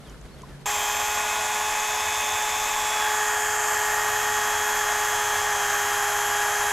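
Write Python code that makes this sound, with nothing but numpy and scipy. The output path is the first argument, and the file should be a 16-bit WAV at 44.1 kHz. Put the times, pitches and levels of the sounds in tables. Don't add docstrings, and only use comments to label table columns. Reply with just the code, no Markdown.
import sys
import numpy as np
from scipy import signal
from scipy.fft import rfft, irfft
from scipy.io import wavfile

SR = 44100
rng = np.random.default_rng(int(sys.argv[2]) if len(sys.argv) > 2 else 0)


def store_wav(level_fs):
    pcm = np.round(np.clip(np.atleast_2d(level_fs), -1, 1) * 32767)
    wavfile.write(sys.argv[1], SR, pcm.T.astype(np.int16))


N = 296352
TIME = np.arange(N) / SR
CUT_S = 0.6575
EDGE_HZ = 15800
MAINS_HZ = 60
FIRST_SPEED, FREE_SPEED, SETTLE_S = 414.8, 425.4, .5

# [f/Hz, level/dB per Hz]
FIELD_CENTRE = [(12, -45), (20, -17), (54, -1.5), (75, -7), (107, -16), (140, -5.5), (299, -15), (324, -17),
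                (402, -14.5), (857, -22.5), (1430, -24), (2670, -32), (3140, -32), (12600, -41.5),
                (13100, -70), (16600, -90), (22000, -120)]
# [f/Hz, level/dB per Hz]
FIELD_WIDTH = [(12, -34), (20, -9), (53, 2), (881, -18), (2670, -24), (3140, -20), (10000, -32),
               (12600, -42), (13100, -62), (16600, -80), (22000, -120)]
# [t/s, length/s, start f/Hz, middle f/Hz, end f/Hz, level/dB]
BIRD_NOTES = [(.045, .07, 3950, 3200, 2950, -59), (.275, .025, 3850, 3900, 4000, -62),
              (.31, .045, 4250, 4380, 4330, -62), (.375, .045, 3750, 3300, 2950, -60),
              (.49, .07, 1900, 1750, 1600, -57)]
# [t/s, centre f/Hz, width/Hz, length/s, level/dB]
OUTDOOR_TICKS = [(.096, 6300, 2500, .003, -50), (.14, 1500, 500, .01, -53), (.212, 6800, 2500, .003, -53),
                 (.386, 1400, 400, .005, -51.5), (.418, 6500, 6000, .002, -46),
                 (.432, 1020, 300, .007, -44.5), (.459, 1350, 400, .005, -52)]
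# [f/Hz, level/dB per Hz]
ROOM_RUMBLE = [(12, 2), (25, 0.5), (50, -11), (76, 3.5), (93, 4), (110, -8), (160, -20.5), (205, -6.5),
               (230, -10.5), (400, -44)]
# [f/Hz, early level/dB, late level/dB]
ROOM_HUM = [(35.4, -58.5, -59.5), (120, -65, -57), (239.3, -60.5, -60.5)]
# [start t/s, end t/s]
SWING_SPAN = (2.808, 3.25)
# [start t/s, end t/s]
TOUCH_SPAN = (3, 3.68)
# [start t/s, end t/s]
SEAT_SPAN = (3.4, 4.15)
# [start t/s, end t/s]
PRESS_SPAN = (5.5, 5.97)
# [t/s, speed lost/turns per s]
WHEEL_DRAG = [(2.6, 0), (3.1, .55), (3.45, 2.4), (4.0, 3.1), (4.6, 4.2), (5.49, 7.3), (5.62, 13.8),
              (5.85, 12), (6.72, 10.3)]
# [f/Hz, level/dB per Hz]
FREE_ROAR = [(170, -20), (330, -19), (480, -15), (640, -4), (800, -1), (1080, 2), (1250, -2), (1370, -9.5),
             (1600, -2.5), (1950, -4), (2250, -6), (2500, -3), (2750, -9), (4200, -16)]
# [f/Hz, level/dB per Hz]
WORK_ROAR = [(170, -42), (330, -20), (480, -17.5), (640, -4), (800, -1), (1180, 2), (1400, -2), (1680, 3.5),
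             (1890, 0), (2050, -8.5), (2600, -8), (3050, -15.5), (3400, -15.5), (4200, -16.5)]
# [f/Hz, level/dB per Hz]
VENT_HISS = [(2500, -16), (3600, -9.5), (4300, -13), (5100, -4.5), (5800, -4), (6400, -1), (7100, 2),
             (7700, -2), (8200, -10), (9500, -30)]
# [f/Hz, level/dB per Hz]
BRUSH_FIZZ = [(6500, -10), (8200, 1), (9200, 3), (10000, 2), (11000, 3.5), (12800, 0), (13600, -3),
              (14600, -13), (16000, -13)]
# [f/Hz, level/dB per Hz]
FELT_GRAZE = [(2500, -5), (3900, -18), (4800, -8), (5600, -12), (6300, -6), (7150, 2.5), (8000, -6),
              (8700, -13.5), (9200, -6), (9900, -15), (11000, -18), (12200, -14), (13300, -25),
              (15000, -30)]
# [multiple of the speed, free level/dB, work level/dB]
BALL_TONES = [(1.82, -53, -51), (2.57, -47, -50), (3.43, -44.5, -45), (4.43, -50.5, -40.5),
              (4.57, -49, -50.5), (5.18, -51, -50.5), (5.43, -57.5, -56), (15.72, -57, -49)]
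# [sideband number, free level/dB, work level/dB]
SLOT_SIDEBANDS = [(-3, -68, -55), (-2, -50, -45), (-1, -46.5, -40), (0, -41.5, -41.5), (1, -44, -54.5),
                  (2, -46, -67), (3, -48.5, -65), (4, -71, -70)]
# [centre t/s, length/s, sideband number, gain/dB]
SLOT_BEAMS = [(.85, .6, -1, 9), (.9, .6, -2, 8), (2.3, 1.1, 1, 7), (2.97, .35, 0, 8), (3.1, .25, 3, 11),
              (3.75, .7, 0, -15), (3.8, .7, -1, -4), (5.25, .6, 1, 8)]
# [multiple of the speed, level/dB]
PRESSED_BUZZ = [(26, -50), (27, -50), (28, -49), (29, -58), (30, -57), (33, -65)]
# [multiple of the speed, free level/dB, work level/dB]
SHAFT_ORDERS = [(1, -43.5, -38), (2, -32.5, -32), (3, -49.5, -51), (4, -43, -37.5), (5, -49.5, -47),
                (6, -40, -49), (7, -54, -49), (12, -53.5, -56), (13, -54, -68), (15, -41, -40),
                (16, -45, -41.5), (17, -48.5, -46), (18, -42.5, -45), (19, -56, -54), (25, -55, -59),
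                (29, -53, -57), (30, -58, -57), (31, -48, -45), (33, -64, -65)]
# [centre t/s, length/s, multiple of the speed, gain/dB]
SHAFT_BEAMS = [(.8, .9, 18, 4), (.85, 1.0, 33, 18), (.9, .6, 31, 3), (1.9, .8, 15, 2), (1.7, .8, 31, -9),
               (1.75, .7, 18, -8), (2.3, .6, 17, 4), (2.85, .4, 18, 5), (2.95, .3, 15, -9),
               (2.97, .25, 13, 11), (3.05, .35, 2, 3), (3.42, .5, 16, 3), (3.7, .7, 18, 5),
               (3.85, .6, 29, 12), (5.65, .35, 15, 3), (5.7, .35, 16, 3), (6.3, .8, 17, 5),
               (6.45, .9, 31, -6), (6.5, .5, 4, 3)]


def gain_of(db):
    return 10 ** (np.asarray(db) / 20)


def evened(x):
    return x / np.sqrt(np.mean(x ** 2) + 1e-20)


def drift(hz):
    f = np.fft.rfftfreq(N, 1 / SR)
    lowpass = 1 / (1 + (f / hz) ** 4)
    return evened(irfft(rfft(rng.standard_normal(N)) * lowpass, N))


def noise(spectrum):
    f = np.fft.rfftfreq(N, 1 / SR)
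    hz, db = np.transpose(spectrum)
    upper_skirt = 1 / np.maximum(f / hz[-1], 1) ** 4
    lower_skirt = np.minimum(f / hz[0], 1) ** 2
    shape = gain_of(np.interp(np.log(f + 1), np.log(hz), db)) * upper_skirt * lower_skirt
    return evened(irfft(rfft(rng.standard_normal(N)) * shape, N))


def tone(turns, db):
    return np.sqrt(2) * gain_of(db) * np.sin(2 * np.pi * (turns + rng.random()))


def breeze(field_db=-45, rustle_db=1.3):
    return gain_of(field_db + rustle_db * drift(30)) * noise(FIELD_CENTRE)


def far_drone(drone_hz=140.8, drone_db=-49):
    return tone(drone_hz * TIME, drone_db) * np.interp(TIME, [.25, .45], [.4, 1])


def birds(blur_turns=.12, flutter_db=2):
    out = np.zeros(N)
    for start, length, *glide, db in BIRD_NOTES:
        u = np.clip((TIME - start) / length, 0, 1)
        hz = np.polyval(np.polyfit([0, .5, 1], glide, 2), u)
        turns = np.cumsum(hz) / SR + blur_turns * drift(150)
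        swell = np.sqrt(4 * u * (1 - u))
        out += tone(turns, db + flutter_db * drift(80)) * swell
    return out


def ticks():
    out = np.zeros(N)
    for start, hz, width, length, db in OUTDOOR_TICKS:
        u = np.maximum(TIME - start, 0) / length * 2
        out += tone(hz * TIME, db) * drift(width / 2) * u * np.exp(1 - u)
    return out


def outdoors():
    return breeze() + far_drone() + birds() + ticks()


def workroom(room_db=-51, waver_db=1.3):
    out = gain_of(room_db) * noise(ROOM_RUMBLE)
    for hz, *levels in ROOM_HUM:
        out += tone(hz * TIME, np.interp(TIME, [3.4, 4], levels) + waver_db * drift(1.0))
    return out


def move(start, end):
    u = np.clip((TIME - start) / (end - start), 0, 1)
    return np.sin(np.pi / 2 * u) ** 2


def aimed(free_db, work_db):
    return free_db + (work_db - free_db) * move(*SWING_SPAN)


def swinging():
    return np.sin(np.pi * move(*SWING_SPAN))


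def grazing():
    return move(*TOUCH_SPAN) * (1 - move(*SEAT_SPAN))


def flare(rows, number):
    return sum(db * np.exp(-(2 * (TIME - s) / length) ** 2) for s, length, k, db in rows if k == number)


def shaded(sound, amount, corner_hz=3000):
    dull = signal.sosfiltfilt(signal.butter(2, corner_hz, fs=SR, output="sos"), sound)
    return sound + amount * (dull - sound)


def shaft(tremble_hz=0.048, swing_hz=0.31):
    settling = (FREE_SPEED - FIRST_SPEED) * np.exp(-(TIME - CUT_S) / SETTLE_S)
    drag = np.interp(TIME, *np.transpose(WHEEL_DRAG))
    tremble = (tremble_hz + swing_hz * swinging()) * drift(8.6)
    return np.cumsum(FREE_SPEED - settling - drag + tremble) / SR


def air_body(edge, free_db=-29.5, work_db=-27.2, swing_db=1.1):
    at_work = move(*SWING_SPAN)
    free = np.sqrt(1 - at_work) * gain_of(free_db) * noise(FREE_ROAR)
    work = np.sqrt(at_work) * gain_of(work_db) * noise(WORK_ROAR)
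    return gain_of(swing_db * swinging()) * shaded(free + work, edge)


def air_treble(edge, graze_db=-30.5, flicker_db=1.0):
    hiss = gain_of(aimed(-33.5, -34.0)) * noise(VENT_HISS)
    fizz = gain_of(aimed(-40, -39.0)) * noise(BRUSH_FIZZ)
    felt = gain_of(graze_db) * noise(FELT_GRAZE)
    treble = np.sqrt(1 - edge) * (hiss + fizz) + np.sqrt(edge) * felt
    return gain_of(flicker_db * drift(280)) * treble


def air(turns, chop=0.18):
    edge = grazing()
    pulsing = evened(1 + chop * np.cos(2 * np.pi * 2 * turns))
    rush = pulsing * (air_body(edge) + air_treble(edge))
    return signal.sosfilt(signal.butter(2, 260, "highpass", fs=SR, output="sos"), rush)


def bearings(turns, slip_turns=0.084, trim_db=-0.5, waver_db=3.0):
    out = np.zeros(N)
    for ratio, *levels in BALL_TONES:
        level = aimed(*levels) + trim_db + waver_db * drift(1.1)
        out += tone(ratio * turns + slip_turns * drift(19), level)
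    return out


def armature(turns, order=8, trim_db=-1.8, waver_db=0.94):
    out = np.zeros(N)
    for side, *levels in SLOT_SIDEBANDS:
        phase = order * turns + side * 2 * MAINS_HZ * TIME
        out += gain_of(aimed(*levels) + flare(SLOT_BEAMS, side)) * np.cos(2 * np.pi * phase)
    return np.sqrt(2) * gain_of(trim_db + waver_db * drift(12.0)) * out


def buzz(turns, waver_db=2.5):
    cluster = sum(tone(order * turns, db + waver_db * drift(10.0)) for order, db in PRESSED_BUZZ)
    return move(*PRESS_SPAN) ** 2 * cluster


def whine(turns, trim_db=-0.3, waver_db=1.0, wander_db=1.1):
    out = np.zeros(N)
    for order, *levels in SHAFT_ORDERS:
        unsteady = min(order / 4, 1) ** 2
        sway = unsteady * (waver_db * drift(16) + wander_db * drift(2.6))
        out += tone(order * turns, trim_db + aimed(*levels) + flare(SHAFT_BEAMS, order) + sway)
    return out


def scene(width_db=-53):
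    turns = shaft()
    bench = workroom() + air(turns) + bearings(turns) + armature(turns) + buzz(turns) + whine(turns)
    indoors = np.clip((TIME - CUT_S) / .001, 0, 1)
    middle = (1 - indoors) * outdoors() + indoors * bench
    side = (1 - indoors) * gain_of(width_db) * noise(FIELD_WIDTH)
    return np.array([middle + side, middle - side])


def record(dry):
    lowpass = signal.firwin(511, EDGE_HZ, window=("kaiser", 9), fs=SR)
    return signal.oaconvolve(dry, lowpass[None], "same")


dry = scene()
out = record(dry)
store_wav(out)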